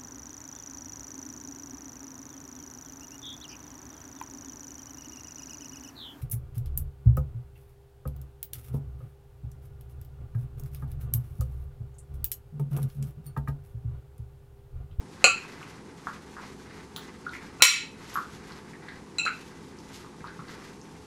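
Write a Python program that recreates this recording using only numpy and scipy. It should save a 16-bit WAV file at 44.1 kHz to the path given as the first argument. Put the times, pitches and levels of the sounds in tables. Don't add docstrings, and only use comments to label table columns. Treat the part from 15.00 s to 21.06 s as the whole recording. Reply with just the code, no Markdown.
import sys
import numpy as np
from scipy import signal
from scipy.fft import rfft, irfft, next_fast_len
from scipy.io import wavfile
from scipy.ndimage import map_coordinates

SR = 44100
rng = np.random.default_rng(int(sys.argv[2]) if len(sys.argv) > 2 else 0)


def int16_out(signal):
    q = np.round(np.clip(np.atleast_2d(signal).T, -1, 1) * 32767)
    wavfile.write(sys.argv[1], SR, q.astype(np.int16))


N = 267246
TOP_HZ = 15950

# delay_s, gain
ECHOES = [(.0055, 0.5), (0.014, 0.39), (.022, .25), (.030, 0.24)]
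# frequency_hz, fade_s
ROOM_FADE = [(200, 0.16), (600, 0.15), (1400, 0.3), (2600, 0.35), (7000, 0.27), (15000, 0.17)]
# frequency_hz, level_db
FAN_SPECTRUM = [(20, -42.5), (40, -26), (65, -7.5), (160, -4.5), (240, -6.5), (400, -5), (600, -22),
                (860, -13), (1100, -17.5), (2000, -30.5), (3200, -34), (6000, -31.5), (10000, -36),
                (14000, -62)]
# pitch_hz, level_db
MOTOR_TONES = [(43, -76), (66, -64), (165, -58.5), (209, -57.5), (264, -59), (371, -64), (424, -63),
               (495, -64.5), (888, -67)]
# peak_s, length_s, squelch_db, crackle_db
STROKES = [(0.227, 0.084, -47, -58.5), (0.425, 0.31, -48.5, -59), (0.687, 0.25, -54, -59),
           (1.142, 0.26, -53.5, -59.5), (1.44, 0.17, -51, -59.5), (1.758, 0.2, -50.5, -64.5),
           (2.035, 0.12, -48.5, -58.5), (2.404, 0.27, -51.5, -59), (3.125, 0.17, -48, -53),
           (3.32, 0.6, -58, -59), (3.52, 0.18, -54, -60), (3.92, 0.13, -51, -67), (4.4, 0.23, -53, -56.5),
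           (4.673, .16, -57.5, -64), (4.923, 0.18, -53, -55), (4.995, 0.16, -54.5, -57.5),
           (5.3, 0.18, -54.5, -66), (5.51, 0.11, -49, -58), (5.667, 0.2, -50.5, -60.5),
           (6.03, 0.29, -91, -61.5)]
# frequency_hz, level_db
SQUELCH_SPECTRUM = [(300, -1.5), (700, -3.5), (1200, -0.5), (2000, -1.5), (3000, -13.5), (5000, -13.5),
                    (10000, -39.5)]
CRACKLE_SPECTRUM = [(1000, -19.5), (2500, 2.5), (4200, 2), (6500, 1), (9000, -8), (12000, -6), (14000, -31),
                    (16000, -59.5)]
# start_s, level_db
THUMPS = [(5.206, -11), (5.386, -11)]
# start_s, level_db, pitch_hz
TICKS = [(0.629, -20, 2560), (1.9624, -10.5, 3750), (1.9632, -22, 6700), (2.293, -25, 4000),
         (2.346, -31, 3100), (3.066, -30, 3580), (3.098, -27, 6200), (3.521, -24, 4600),
         (3.888, -23.5, 3950), (4.275, -4.5, 2340), (4.788, -27.5, 5500), (5.273, -26, 4250),
         (5.484, -26, 4180), (5.815, -26.5, 6000)]
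# start_s, level_db, pitch_hz
FLICKS = [(1.963, -18.5, 15000), (1.9637, -21.5, 10600), (3.142, -16.5, 11560)]
# start_s, level_db, pitch_hz, width_hz, second_knock_weaker_db
KNOCKS = [(.614, -16.5, 1240, 600, 8), (1.070, -2, 1294, 620, 17), (1.367, -14, 1330, 910, 0.5),
          (1.963, -20, 1270, 900, 0), (2.265, -4.5, 1386, 187, 17), (2.335, -12.5, 2090, 550, 0.5),
          (3.156, .5, 1294, 426, 0), (3.508, -19, 1320, 900, 9), (3.734, -20.5, 1940, 700, 15),
          (3.884, -12.5, 1820, 445, 19), (4.263, 2.5, 1410, 292, 6.5), (5.046, -19.5, 1130, 515, 25),
          (5.242, -10, 1200, 470, 25), (5.282, -17.5, 1570, 260, 6), (5.3916, -14, 1220, 420, 25)]
# start_s, level_db, lowest_hz, highest_hz
SKIDS = [(2.606, -17.5, 2490, 5000), (4.1838, 3, 1200, 12000), (4.254, -2, 3150, 5000)]
# pitch_hz, level_db, width_hz, delay_s
SKID_TONES = [(2622, 3, 110, .011), (4056, -2.5, 170, 0), (5580, -26, 110, 0.011), (7350, -14, 100, 0.0093)]
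# pitch_hz, energy_db, fade_s
BOWL_TONES = [(1409, -3.5, 0.069), (2615, -0.5, 0.022), (4140, -14, 0.017), (6020, -21, 0.033),
              (7390, -1.5, 0.0073), (9300, -17.5, 0.027)]
SPOON_TONES = [(2537, 10, 0.022), (2934, -4.5, 0.083), (4195, 1.5, 0.016), (4560, -6, 0.031),
               (6900, 0, 0.0077), (10130, -3, 0.03)]
BOARD_TONES = [(538, 12.4, 0.028), (730, 4.2, 0.02), (1161, 7.1, 0.047), (1361, 6, 0.13)]
RIM_TONES = [(870, -4.5, 0.025), (2337, 7.5, 0.02), (4120, 3.5, 0.023), (5700, 3.5, 0.036),
             (9160, -4.5, 0.01), (14200, -7, .012)]
# frequency_hz, level_db
CRACK_SPECTRUM = [(30, -52), (300, -30), (900, -5), (2000, -7), (3400, 10), (4400, 4.5), (6500, -0.5),
                  (8500, -2.5), (10000, -1.5), (13500, -6.5), (16000, -4.5)]
# start_s, bowl_db, spoon_db, board_db, rim_db, cutoff_hz
CLINKS = [(0.2423, 15, 14, 12, -19, 6700), (0.2464, 8.5, 6.5, 3, -18, 8850),
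          (2.597, -8.5, -37, -17, -41, 1500), (2.6059, 6.5, -19, -29, -33, 1390),
          (2.6222, 26.5, 19.5, 14, 32.5, 16400), (4.185, -2, -40, -46, -22, 9000),
          (4.253, -17, -11, -10.5, -17, 7980)]


def amp(db):
    return 10 ** (np.asarray(db) / 20)


def unit_rms(x):
    return x / np.sqrt(np.mean(x ** 2) + 1e-20)


def unit_energy(x):
    return x / (np.linalg.norm(x) + 1e-12)


def value_at(points, hz):
    frequencies, values = np.transpose(points)
    return np.interp(np.log(hz + 1), np.log(frequencies + 1), values)


def wobble(per_second):
    values = rng.standard_normal(int(N * per_second / SR) + 4)
    return map_coordinates(values, [np.arange(N) * per_second / SR])


def filtered(x, gain_at):
    size = next_fast_len(len(x) + SR // 4)
    return irfft(rfft(x, size) * gain_at(np.fft.rfftfreq(size, 1 / SR)), size)[:len(x)]


def coloured(x, spectrum):
    return unit_rms(filtered(x, lambda hz: amp(value_at(spectrum, hz))))


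def add(track, start_s, sound):
    part = track[round(start_s * SR):][:len(sound)]
    part += sound[:len(part)]


def tap(hz, width_hz):
    edges = np.clip([hz - width_hz / 2, hz + width_hz / 2], 20, SR / 2 - 1)
    band = signal.butter(2, edges, "bandpass", fs=SR)
    tone = signal.lfilter(*band, signal.unit_impulse(SR // 16))
    cushion = signal.butter(4, min(1.28 * hz, TOP_HZ), "lowpass", fs=SR)
    return unit_energy(signal.lfilter(*cushion, tone))


def ring(tones):
    t = np.arange(SR // 8) / SR
    sound = sum(amp(db) * unit_energy(np.sin(2 * np.pi * hz * t) * amp(-60 * t / fade_s))
                for hz, db, fade_s in tones)
    bass_cut = signal.butter(2, 1.21 * tones[0][0], "highpass", fs=SR)
    return unit_energy(signal.lfilter(*bass_cut, sound))


def click(spectrum, size=2048):
    gains = amp(value_at(spectrum, np.fft.rfftfreq(size, 1 / SR)))
    cepstrum = irfft(np.log(gains))
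    cepstrum[1:size // 2] *= 2
    cepstrum[size // 2 + 1:] = 0
    return unit_energy(irfft(np.exp(rfft(cepstrum))))


def kitchen(x, room_db, build_s=0.00067):
    hz, t, noise = signal.stft(rng.standard_normal(SR // 2), SR, nperseg=256)
    fade = amp(-60 * t / value_at(ROOM_FADE, hz)[:, None])
    build_up = 1 - np.exp(-t / build_s)
    room = unit_energy(signal.istft(noise * fade * build_up, SR, nperseg=256)[1])
    for delay_s, gain in ECHOES:
        room[round(delay_s * SR)] += gain
    room *= amp(room_db)
    room[0] += 1
    return signal.fftconvolve(x, unit_energy(room))


def appliances(fan_db=-49):
    t = np.arange(N) / SR
    hum = sum(amp(db) * unit_rms(np.sin(2 * np.pi * hz * t + wobble(6.8))) for hz, db in MOTOR_TONES)
    return hum + amp(fan_db) * coloured(rng.standard_normal(N), FAN_SPECTRUM)


def wet_films(spectrum, per_second, spread_db, spots=5):
    sizes = amp(spread_db * np.minimum(rng.exponential(size=(spots, N)), 3))
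    tearing = rng.random((spots, N)) < per_second / spots / SR
    tears = tearing * sizes * rng.choice([-1, 1], (spots, N))
    return coloured(sum(kitchen(spot, room_db=5)[:N] for spot in tears), spectrum)


def filling(rise_share=0.45, rest_squelch_db=-60, rest_crackle_db=-64.5):
    t = np.arange(N) / SR
    squelch_power, crackle_power = amp(rest_squelch_db) ** 2, amp(rest_crackle_db) ** 2
    for peak_s, length_s, squelch_db, crackle_db in STROKES:
        reach_s = length_s * np.where(t < peak_s, rise_share, 1 - rise_share)
        push = 1 / (1 + ((t - peak_s) / reach_s) ** 2)
        squelch_power += (amp(squelch_db) * push) ** 2
        crackle_power += (amp(crackle_db) * push) ** 2
    squelch = np.sqrt(squelch_power) * wet_films(SQUELCH_SPECTRUM, per_second=350, spread_db=6.5)
    crackle = np.sqrt(crackle_power) * wet_films(CRACKLE_SPECTRUM, per_second=450, spread_db=7.5)
    return amp(wobble(25)) * (squelch + crackle)


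def thumps():
    out = np.zeros(N)
    for start_s, db in THUMPS:
        add(out, start_s, kitchen(amp(db) * tap(hz=158, width_hz=64), room_db=1))
    return out


def ticks():
    out = np.zeros(N)
    for start_s, db, hz in TICKS:
        add(out, start_s, kitchen(amp(db) * tap(hz, width_hz=0.29 * hz), room_db=-4))
    for start_s, db, hz in FLICKS:
        add(out, start_s, kitchen(amp(db) * tap(hz, width_hz=650), room_db=2))
    return out


def knocks(catch_s=0.017):
    out = np.zeros(N)
    for start_s, db, hz, width_hz, weaker_db in KNOCKS:
        knock = amp(db) * tap(hz, width_hz)
        add(out, start_s, kitchen(knock, room_db=0))
        add(out, start_s + catch_s, kitchen(amp(-weaker_db) * knock, room_db=-0.5))
    return out


def skids():
    out, song = np.zeros(N), np.zeros(SR // 8)
    for hz, db, width_hz, delay_s in SKID_TONES:
        add(song, delay_s, amp(db) * tap(hz, width_hz))
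    for start_s, db, lowest_hz, highest_hz in SKIDS:
        band = signal.butter(2, [lowest_hz, highest_hz], "bandpass", fs=SR)
        add(out, start_s, kitchen(amp(db) * signal.lfilter(*band, song), room_db=-2))
    return out


def clinks(crack_db=3, chatter_s=0.0032):
    crack = amp(crack_db) * click(CRACK_SPECTRUM)
    rim = ring(RIM_TONES)
    add(rim, 0, crack)
    t = np.arange(SR // 50) / SR
    chatter = unit_energy(rng.standard_normal(len(t)) * np.exp(-t / chatter_s))
    add(rim, 0, np.convolve(crack, chatter))
    out = np.zeros(N)
    for start_s, bowl_db, spoon_db, board_db, rim_db, cutoff_hz in CLINKS:
        hit = (amp(bowl_db) * ring(BOWL_TONES) + amp(spoon_db) * ring(SPOON_TONES)
               + amp(board_db) * ring(BOARD_TONES) + amp(rim_db) * unit_energy(rim))
        soften = signal.butter(3, cutoff_hz, "lowpass", fs=SR)
        add(out, start_s, kitchen(signal.lfilter(*soften, hit), room_db=-1.5))
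    return out


def scene():
    return (clinks() + skids() + knocks() + thumps() + ticks() + filling() + appliances())[None]


def limiter(x, threshold_db=-11, release_db_per_s=75, attack_s=0.011):
    smoothing = np.exp(-1 / (attack_s * SR))
    power = signal.lfilter([1 - smoothing], [1, -smoothing], x ** 2)
    excess_db = np.maximum(10 * np.log10(power + 1e-12) - threshold_db, 0)
    recovery_db = release_db_per_s * np.arange(N) / SR
    cut_db = np.maximum.accumulate(excess_db + recovery_db) - recovery_db
    return x * amp(-cut_db)


def record(dry):
    clipped = np.clip(limiter(dry[0]), -1, 1)
    return filtered(clipped, lambda hz: np.clip((TOP_HZ - hz) / 300, 0, 1))[None]


dry = scene()
out = record(dry)
int16_out(out)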